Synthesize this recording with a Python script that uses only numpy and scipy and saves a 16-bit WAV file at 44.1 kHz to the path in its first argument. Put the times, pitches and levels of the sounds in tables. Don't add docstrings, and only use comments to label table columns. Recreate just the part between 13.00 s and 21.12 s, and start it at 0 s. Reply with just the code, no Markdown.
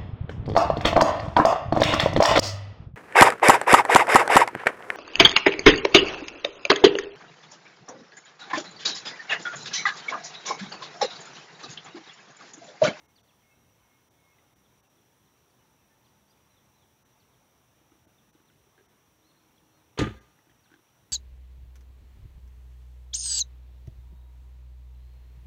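import sys
import numpy as np
from scipy import signal
from scipy.fft import rfft, irfft, next_fast_len
from scipy.io import wavfile
from scipy.ndimage import uniform_filter1d

SR = 44100
rng = np.random.default_rng(int(sys.argv[2]) if len(sys.argv) > 2 else 0)


def bounce(signal):
    frames = np.transpose(np.atleast_2d(signal))
    limited = np.clip(frames, -1, 1)
    pcm = np.round(limited * 32767).astype(np.int16)
    wavfile.write(sys.argv[1], SR, pcm)


def field_ratio(decibels):
    return 10 ** (np.asarray(decibels, dtype=float) / 20)


N = 358091

# freq_hz, density_db_per_hz
WASH_SPECTRUM = [(12, -56), (20, -26), (38, -8), (60, -2.5), (119, 1), (179, -3), (317, -5.5), (340, -5.5),
                 (457, -7.5), (659, -9.5), (887, -8), (1530, -14), (3910, -19), (4700, -35.5), (6110, -58),
                 (10300, -120)]
WASH_DB = -66.5
# freq_hz, density_db_per_hz
HISS_SPECTRUM = [(300, -125), (3000, -119), (7000, -117), (10000, -117), (15700, -115)]
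HISS_TOP_HZ = 15720
# centre_hz, width_hz, level_db
CRICKETS = [
    (5760, 104, -82),
    (5940, 530, -80.5),
    (5550, 320, -85),
]
# start_s, end_s, centre_hz, width_hz, level_db
DRONES = [
    (-1, 9, 129, 12, -83),
    (2.5, 4.1, 205, 4.2, -82),
    (2.5, 5.57, 880, 36, -83),
    (5, 5.6, 207, 15, -78),
    (12, 7.65, 550, 190, -73),
]
# start_s, end_s, pitch_hz, level_db
HUM = (5.95, 7.05, 312, -77)
# centre_hz, width_hz, level_db, chirps_per_s, wing_strokes_per_s
KATYDID = (9200, 220, -84, 5.7, 107)
# end_s, length_s, level_db
WHISTLES = [
    (0.118, .3, -81),
    (0.531, .13, -75),
    (0.96, 0.142, -78),
    (1.32, .14, -73.5),
]
WHISTLE_HZ, ONSET_SHARP_HZ, ONSET_S = 2165, 35, .04
SWELL_DB, STOP_S, ECHO_DB, ECHO_DB_PER_S = -8, .03, -11, -14
# start_s, top_hz, bottom_hz, level_db
CHIPS = [(.152, 5000, 2650, -65.5), (.268, 4430, 2450, -70), (.405, 3430, 2350, -73),
         (.788, 3210, 2950, -77), (1.644, 3800, 3170, -75), (1.83, 3100, 2670, -75),
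         (1.963, 4020, 3130, -79), (2.25, 4500, 3150, -77), (2.37, 4600, 3700, -80),
         (2.495, 4850, 3800, -80), (3.038, 4500, 2750, -72.5), (3.3, 4900, 2740, -77),
         (3.075, 4900, 2930, -80), (4.195, 4700, 2460, -72), (4.318, 3980, 3060, -76),
         (5.174, 3850, 3050, -72), (5.333, 4450, 2680, -76), (5.468, 4300, 2530, -71.5),
         (6.288, 4230, 3530, -71), (6.378, 4060, 3350, -77), (6.555, 4280, 2600, -72),
         (7.494, 3330, 2900, -72), (7.631, 4850, 2290, -71.5), (7.748, 4300, 3100, -78),
         (7.882, 3430, 2480, -76.5)]
CHIP_MIN_S, CHIP_HZ_PER_S, CHIP_BEND = .022, 90000, 1.25
# start_s, length_s, pitch_hz, level_db
PEEPS = [(.5, .05, 2630, -72), (.974, 0.027, 3060, -81), (1.104, 0.042, 3130, -83), (1.31, .05, 2580, -76),
         (2.56, .05, 3750, -84), (2.58, .057, 2960, -74), (2.6, .037, 2110, -74), (2.892, 0.051, 1780, -73),
         (6.262, .057, 4270, -72), (6.57, .111, 4285, -82.5), (6.69, .101, 4250, -81),
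         (6.4, .04, 4380, -82)]
# start_s, start_hz, level_db
RISES = [
    (3.045, 4150, -81),
    (3.272, 4080, -76),
    (6.218, 3270, -72.5),
    (6.35, 3450, -73.5),
]
RISE_S, RISE_SPAN_HZ, RISE_BEND = .046, 920, .6
# start_s, level_db
SLURS = [
    (3.489, -74),
    (3.735, -75),
]
SLUR_S, SLUR_HZ, SLUR_END_HZ, SLUR_BEND = .108, 4050, 3200, 2.4
# start_s, thud_db, click_db, click_hz
KNOCKS = [(1.385, -62, -53.5, 2030), (4.812, -58, -70, 1210), (4.918, -53, -57, 1260),
          (4.953, -59, -62, 1200), (5.068, -57, -57, 1520), (5.35, -52, -71, 1500), (5.4, -59, -62, 1500),
          (5.5, -70, -60, 1460), (7.389, -61, -54, 1950), (7.469, -58, -67, 1510), (7.496, -60, -57, 1725),
          (7.513, -64, -59, 1920), (7.658, -76, -58.5, 1540), (7.703, -67, -57, 1500),
          (7.7162, -52, -49, 1480), (7.728, -65, -52, 1530), (7.7393, -52, -45.5, 1580),
          (7.76, -57, -57, 1550), (7.791, -60, -61, 1500)]
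KNOCK_THUD_HZ = 314
# start_s, thud_db, click_db
JUDDER = [
    (5.668, -58, -78),
    (5.778, -58, -53),
    (5.787, -59, -53.5),
    (5.797, -64, -55.5),
    (5.808, -53.5, -59),
]
JUDDER_THUD_HZ, JUDDER_CLICK_HZ = 400, 1620
# start_s, rattle_db, crack_db
STRIKES = [(6.9744, -36, -54), (6.9875, -26.5, -30.5), (6.996, -30, -46), (7.004, -33.5, -43),
           (7.015, -35, -40), (7.024, -34, -52), (7.037, -35.5, -50), (7.054, -43, -52), (7.067, -40, -56),
           (7.089, -46.5, -60), (7.106, -48, -63), (7.135, -54.5, -70), (7.176, -69, -79)]
# start_s, pitch_hz, level_db
THUMPS = [(6.975, 445, -29.5), (6.9904, 144, -18), (6.9895, 436, -15.5), (6.996, 298, -17),
          (6.991, 550, -27), (7.001, 118, -25), (7.0134, 408, -12.5), (7.019, 116, -19),
          (7.019, 297, -11.5), (7.032, 167, -28), (7.045, 322, -25), (7.0568, 134, -26), (7.0677, 400, -23),
          (7.069, 296, -25.5), (7.079, 112, -30), (7.087, 247, -37), (7.106, 368, -33.5),
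          (7.117, 98, -36.5), (7.145, 392, -45), (7.205, 125, -55)]
THUMP_CYCLES = 13.1
# start_s, pitch_hz, level_db
LATCH = [
    (6.987, 1000, -25.5),
    (6.988, 4420, -26),
    (6.995, 2400, -25),
    (7.003, 1790, -33),
]
LATCH_T60_S = 0.022
# start_s, pitch_hz, level_db, t60_s
CABIN = [
    (7.0, 60.5, -28.5, 0.39),
    (7.151, 70, -41, .08),
    (7.028, 213.5, -25.5, 0.26),
    (7.014, 525, -36, 0.27),
    (7.069, 1265, -40, .13),
]
# pitch_hz, level_db
GLASS = [
    (1620, -58),
    (2050, -64),
    (3540, -64),
]
GLASS_START_S, GLASS_T60_S = 7.166, .22
# pitch_hz, level_db, t60_s
PANELS = [(660, 15, 0.069), (974, -5, 0.21), (1037, -2, 0.25), (1212, 10.5, 0.37), (1290, -26, 5.1),
          (1480, 0, 0.23), (1480, 1, 0.18), (1590, 8, 0.3), (1760, 8, 0.31), (1980, -23, 0.25),
          (2035, -23, 2.0), (2130, 2, 0.37), (2510, 3, 0.19), (2500, -15, 0.15), (2280, -1, 0.5),
          (2610, 5, 0.18), (2670, -3, 0.46), (2960, 5.5, 0.24), (3130, -15, 0.58), (3596, -1, 0.67),
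          (3450, -1, 0.37), (4120, -5, 0.2), (4250, -17, 0.61), (4020, 2, 0.2)]
# freq_hz, density_db_per_hz
RATTLE_SPECTRUM = [(350, -50), (600, -8), (736, 2), (1030, -5.5), (1240, -5), (1370, -1), (2100, -3.5),
                   (2270, -7), (3540, -9.5), (5000, -52), (6500, -50), (11000, -120)]
# freq_hz, density_db_per_hz
CRACK_SPECTRUM = [(2060, -19), (3500, 3.5), (4840, -2.5), (5030, -8), (6660, -1.5), (7460, -10),
                  (9110, -16.5), (12500, -30), (15600, -38)]
# freq_hz, t60_s
TREES = [(100, 0.3), (250, 0.5), (450, 0.75), (1500, 1), (3500, 0.83), (8000, 1)]
GRASS_DIP_HZ = 630
# centre_s, loss_db, above_hz
DROPOUTS = [(.0743, -15, 2300), (.2234, -13, 1600), (1.097, -11, 1500), (1.548, -10, 1600),
            (1.82, -13, 1900), (1.8875, -6, 1500), (4.0417, -13, 2100), (5.066, -12, 1200),
            (5.32, -12, 1100), (5.443, -3, 3000), (5.8765, -11, 2300), (7.1994, -12, 2200)]


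def evened(x):
    return x / np.sqrt(np.mean(x ** 2) + 1e-20)


def read(points, hz):
    f, value = np.transpose(points)
    return np.interp(np.log(hz + 1), np.log(f + 1), value)


def add(mix, start_s, sound):
    part = mix[round(start_s * SR):][:len(sound)]
    part += sound[:len(part)]


def decay(t, t60_s):
    return field_ratio(-60 * t / t60_s)


def sine(hz, t):
    return np.sin(2 * np.pi * hz * t)


def gliding_sine(hz):
    return np.sqrt(2) * np.sin(2 * np.pi * np.cumsum(hz) / SR)


def coloured(spectrum, size):
    gain = field_ratio(read(spectrum, np.fft.rfftfreq(size, 1 / SR)))
    return irfft(rfft(rng.standard_normal(size)) * gain, size) * np.sqrt(SR / 2)


def fuzzy(hz, width_hz):
    size = next_fast_len(N)
    f = np.fft.rfftfreq(size, 1 / SR)
    spectrum = rfft(rng.standard_normal(size)) / (1 + (2 * (f - hz) / width_hz) ** 2)
    return evened(irfft(spectrum, size)[:N])


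def ring(hz, t60_s, t, rise_s):
    return decay(t, t60_s) * sine(hz, t) * (1 - np.exp(-t / rise_s))


def fade_gate(t, start_s, end_s, fade_s):
    return np.clip(np.minimum(t - start_s, end_s - t) / fade_s, 0, 1)


def background():
    t = np.arange(N) / SR
    wash = evened(coloured(WASH_SPECTRUM, next_fast_len(N)))
    _, _, z = signal.stft(wash, SR, nperseg=1024)
    patches = uniform_filter1d(rng.standard_normal(z.shape), 8, 0)
    patches = evened(uniform_filter1d(patches, 10, 1))
    wash = signal.istft(z * field_ratio(1.23 * patches), SR, nperseg=1024)[1][:N]
    wash = field_ratio(WASH_DB - 0.72) * wash

    flutter = field_ratio(0.51 * evened(uniform_filter1d(rng.standard_normal(N), 500)))
    chorus = sum(field_ratio(db) * fuzzy(hz, width_hz) for hz, width_hz, db in CRICKETS) * flutter

    drones = sum(field_ratio(db) * fuzzy(hz, width_hz) * fade_gate(t, start_s, end_s, 0.1)
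                 for start_s, end_s, hz, width_hz, db in DRONES)
    start_s, end_s, hz, db = HUM
    hum = field_ratio(db) * np.sqrt(2) * sine(hz, t) * fade_gate(t, start_s, end_s, 0.18)
    hum = hum * field_ratio(1.5 * fuzzy(0, 8))

    hiss = coloured(HISS_SPECTRUM, next_fast_len(N))[:N]
    lowpass = signal.firwin(1023, HISS_TOP_HZ, window=("kaiser", 9), fs=SR)
    hiss = signal.oaconvolve(hiss, lowpass, "same")
    return wash + chorus + drones + hum + hiss


def katydid():
    hz, width_hz, db, chirps_per_s, strokes_per_s = KATYDID
    pace = np.cumsum(chirps_per_s * (1 + .06 * fuzzy(0, 1))) / SR
    gate = np.clip(.2 + 1.5 * np.cos(2 * np.pi * (pace - .05)), 0, 1)
    wing = .6 + .4 * np.cos(2 * np.pi * strokes_per_s * np.arange(N) / SR)
    return field_ratio(db) * fuzzy(hz, width_hz) * gate * wing


def whistler():
    t, level = np.arange(N) / SR, np.zeros(N)
    hz = np.full(N, float(WHISTLE_HZ))
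    for end_s, length_s, db in WHISTLES:
        since = t - end_s + length_s
        after = np.maximum(t - end_s, 0)
        swell_db = SWELL_DB * (1 - np.clip(since / length_s, 0, 1))
        held = field_ratio(db + swell_db) * np.clip(since / STOP_S, 0, 1)
        echo = field_ratio(ECHO_DB + ECHO_DB_PER_S * after) * np.clip(4.5 - after / 0.095, 0, 1)
        level += held * np.maximum(1 - after / STOP_S, echo)
        hz += ONSET_SHARP_HZ * np.exp(-(since / ONSET_S) ** 2)
    return level * field_ratio(3 + 1.5 * fuzzy(0, 30)) * gliding_sine(hz)


def bird_notes():
    rows = [(s, CHIP_MIN_S + (top_hz - low_hz) / CHIP_HZ_PER_S, top_hz, low_hz, CHIP_BEND, db)
            for s, top_hz, low_hz, db in CHIPS]
    rows += [(s, length_s, hz, hz, 1, db) for s, length_s, hz, db in PEEPS]
    rows += [(s, RISE_S, hz, hz + RISE_SPAN_HZ, RISE_BEND, db) for s, hz, db in RISES]
    rows += [(s, SLUR_S, SLUR_HZ, SLUR_END_HZ, SLUR_BEND, db) for s, db in SLURS]
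    return rows


def birds():
    out = np.zeros(N)
    for start_s, length_s, start_hz, end_hz, bend, db in bird_notes():
        u = np.arange(0, 1.12, 1 / (length_s * SR))
        waver, flicker = (evened(uniform_filter1d(v, 350)) for v in rng.standard_normal((2, len(u))))
        glide_hz = start_hz + (end_hz - start_hz) * (u ** bend + .025 * waver)
        flicker_db = 2.6 * (flicker - flicker.mean()) - 2.0
        swell = signal.windows.tukey(len(u), .45) * field_ratio(flicker_db)
        add(out, start_s, field_ratio(db) * swell * gliding_sine(glide_hz))
    leaves = rng.standard_normal(900) * decay(np.arange(900) / SR, .03)
    smeared = signal.fftconvolve(out, leaves / np.linalg.norm(leaves))[:N]
    return .85 * out + .48 * smeared


def knocks():
    out, t = np.zeros(N), np.arange(4000) / SR
    rows = [(s, thud_db, KNOCK_THUD_HZ, click_db, hz) for s, thud_db, click_db, hz in KNOCKS]
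    rows += [(s, thud_db, JUDDER_THUD_HZ, click_db, JUDDER_CLICK_HZ) for s, thud_db, click_db in JUDDER]
    for start_s, thud_db, thud_hz, click_db, click_hz in rows:
        thud = 1.68 * ring(thud_hz, 0.047, t, 0.0015)
        ping = 1.24 * ring(click_hz, 0.025, t, 0.00043) + .2 * ring(2.6 * click_hz, 0.01, t, .0002)
        grit = evened(coloured(CRACK_SPECTRUM, len(t))) * decay(t, .04)
        click = .8 * ping + .06 * grit
        scuff = .3 * evened(coloured(RATTLE_SPECTRUM, len(t))) * decay(t, .05)
        add(out, start_s, field_ratio(thud_db) * thud + field_ratio(click_db) * (click + scuff))
    return out


def door_modes():
    out, t = np.zeros(N), np.arange(SR // 2) / SR
    rows = [(s, hz, db, THUMP_CYCLES / hz) for s, hz, db in THUMPS]
    rows += [(s, hz, db, LATCH_T60_S) for s, hz, db in LATCH]
    rows += list(CABIN)
    rows += [(GLASS_START_S, hz, db, GLASS_T60_S) for hz, db in GLASS]
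    for start_s, hz, db, t60_s in rows:
        add(out, start_s, -field_ratio(db) * ring(hz, t60_s, t, 0.00063))
    return out


def door_strikes():
    out, t = np.zeros(N), np.arange(SR // 2) / SR
    skin = sum(field_ratio(db) * ring(hz, 0.39 * min(t60_s, .35), t, 0.00037) for hz, db, t60_s in PANELS)
    t = t[:SR // 4]
    for start_s, rattle_db, crack_db in STRIKES:
        chatter = rng.standard_normal(len(t)) * decay(t, 0.094)
        shaken = signal.fftconvolve(chatter, skin)[:len(t)]
        shaken = shaken / np.sqrt(np.mean(shaken[:600] ** 2))
        loose = evened(coloured(RATTLE_SPECTRUM, len(t))) * decay(t, .11) * (1 - np.exp(-t / 0.0013))
        grains = evened(uniform_filter1d(rng.standard_normal(len(t)), 90))
        loose = loose * field_ratio(2.5 * grains)
        crack = evened(coloured(CRACK_SPECTRUM, len(t))) * decay(t, 0.093) * (1 - np.exp(-t / 0.0016))
        rattle = .28 * shaken + .9 * loose
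        add(out, start_s, field_ratio(rattle_db) * rattle + field_ratio(crack_db) * crack)
    return out


def trees(x):
    taps = np.zeros(SR)
    at = np.arange(900, SR - 20, 20)
    taps[at + rng.integers(0, 20, len(at))] = rng.choice([-1., 1.], len(at))
    hz, t, z = signal.stft(taps, SR, nperseg=256)
    tail = signal.istft(z * decay(t, read(TREES, hz)[:, None]), SR, nperseg=256)[1]
    return signal.fftconvolve(x, tail / np.linalg.norm(tail))[:N]


def scene():
    direct = knocks() + door_modes() + door_strikes()
    car = .25 * direct + 0.68 * signal.lfilter(*signal.iirnotch(GRASS_DIP_HZ, 6., SR), direct)
    air = signal.butter(10, 15900, fs=SR, output="sos")
    car = signal.sosfilt(air, car)
    song = birds()
    scattered = trees(field_ratio(-22.5) * car) + trees(field_ratio(-5.5) * song)
    return (background() + katydid() + whistler() + song + car + scattered)[None]


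def band_limit(x):
    return signal.sosfilt(signal.butter(12, 16230, fs=SR, output="sos"), x)


def record(dry):
    bass_cut = signal.butter(3, 48, "highpass", fs=SR, output="sos")
    x = signal.sosfilt(bass_cut, dry[0])
    hz, t, z = signal.stft(x, SR, nperseg=256, noverlap=192)
    affected = 1 - .8 * np.exp(-((hz - 5800) / 350) ** 2)
    loss_db = sum(db * np.outer((hz > above_hz) * affected, np.exp(-((t - centre_s) / .009) ** 4))
                  for centre_s, db, above_hz in DROPOUTS)
    x = signal.istft(z * field_ratio(loss_db), SR, nperseg=256, noverlap=192)[1][:N]
    return band_limit(x[None])


dry = scene()
out = record(dry)
bounce(out)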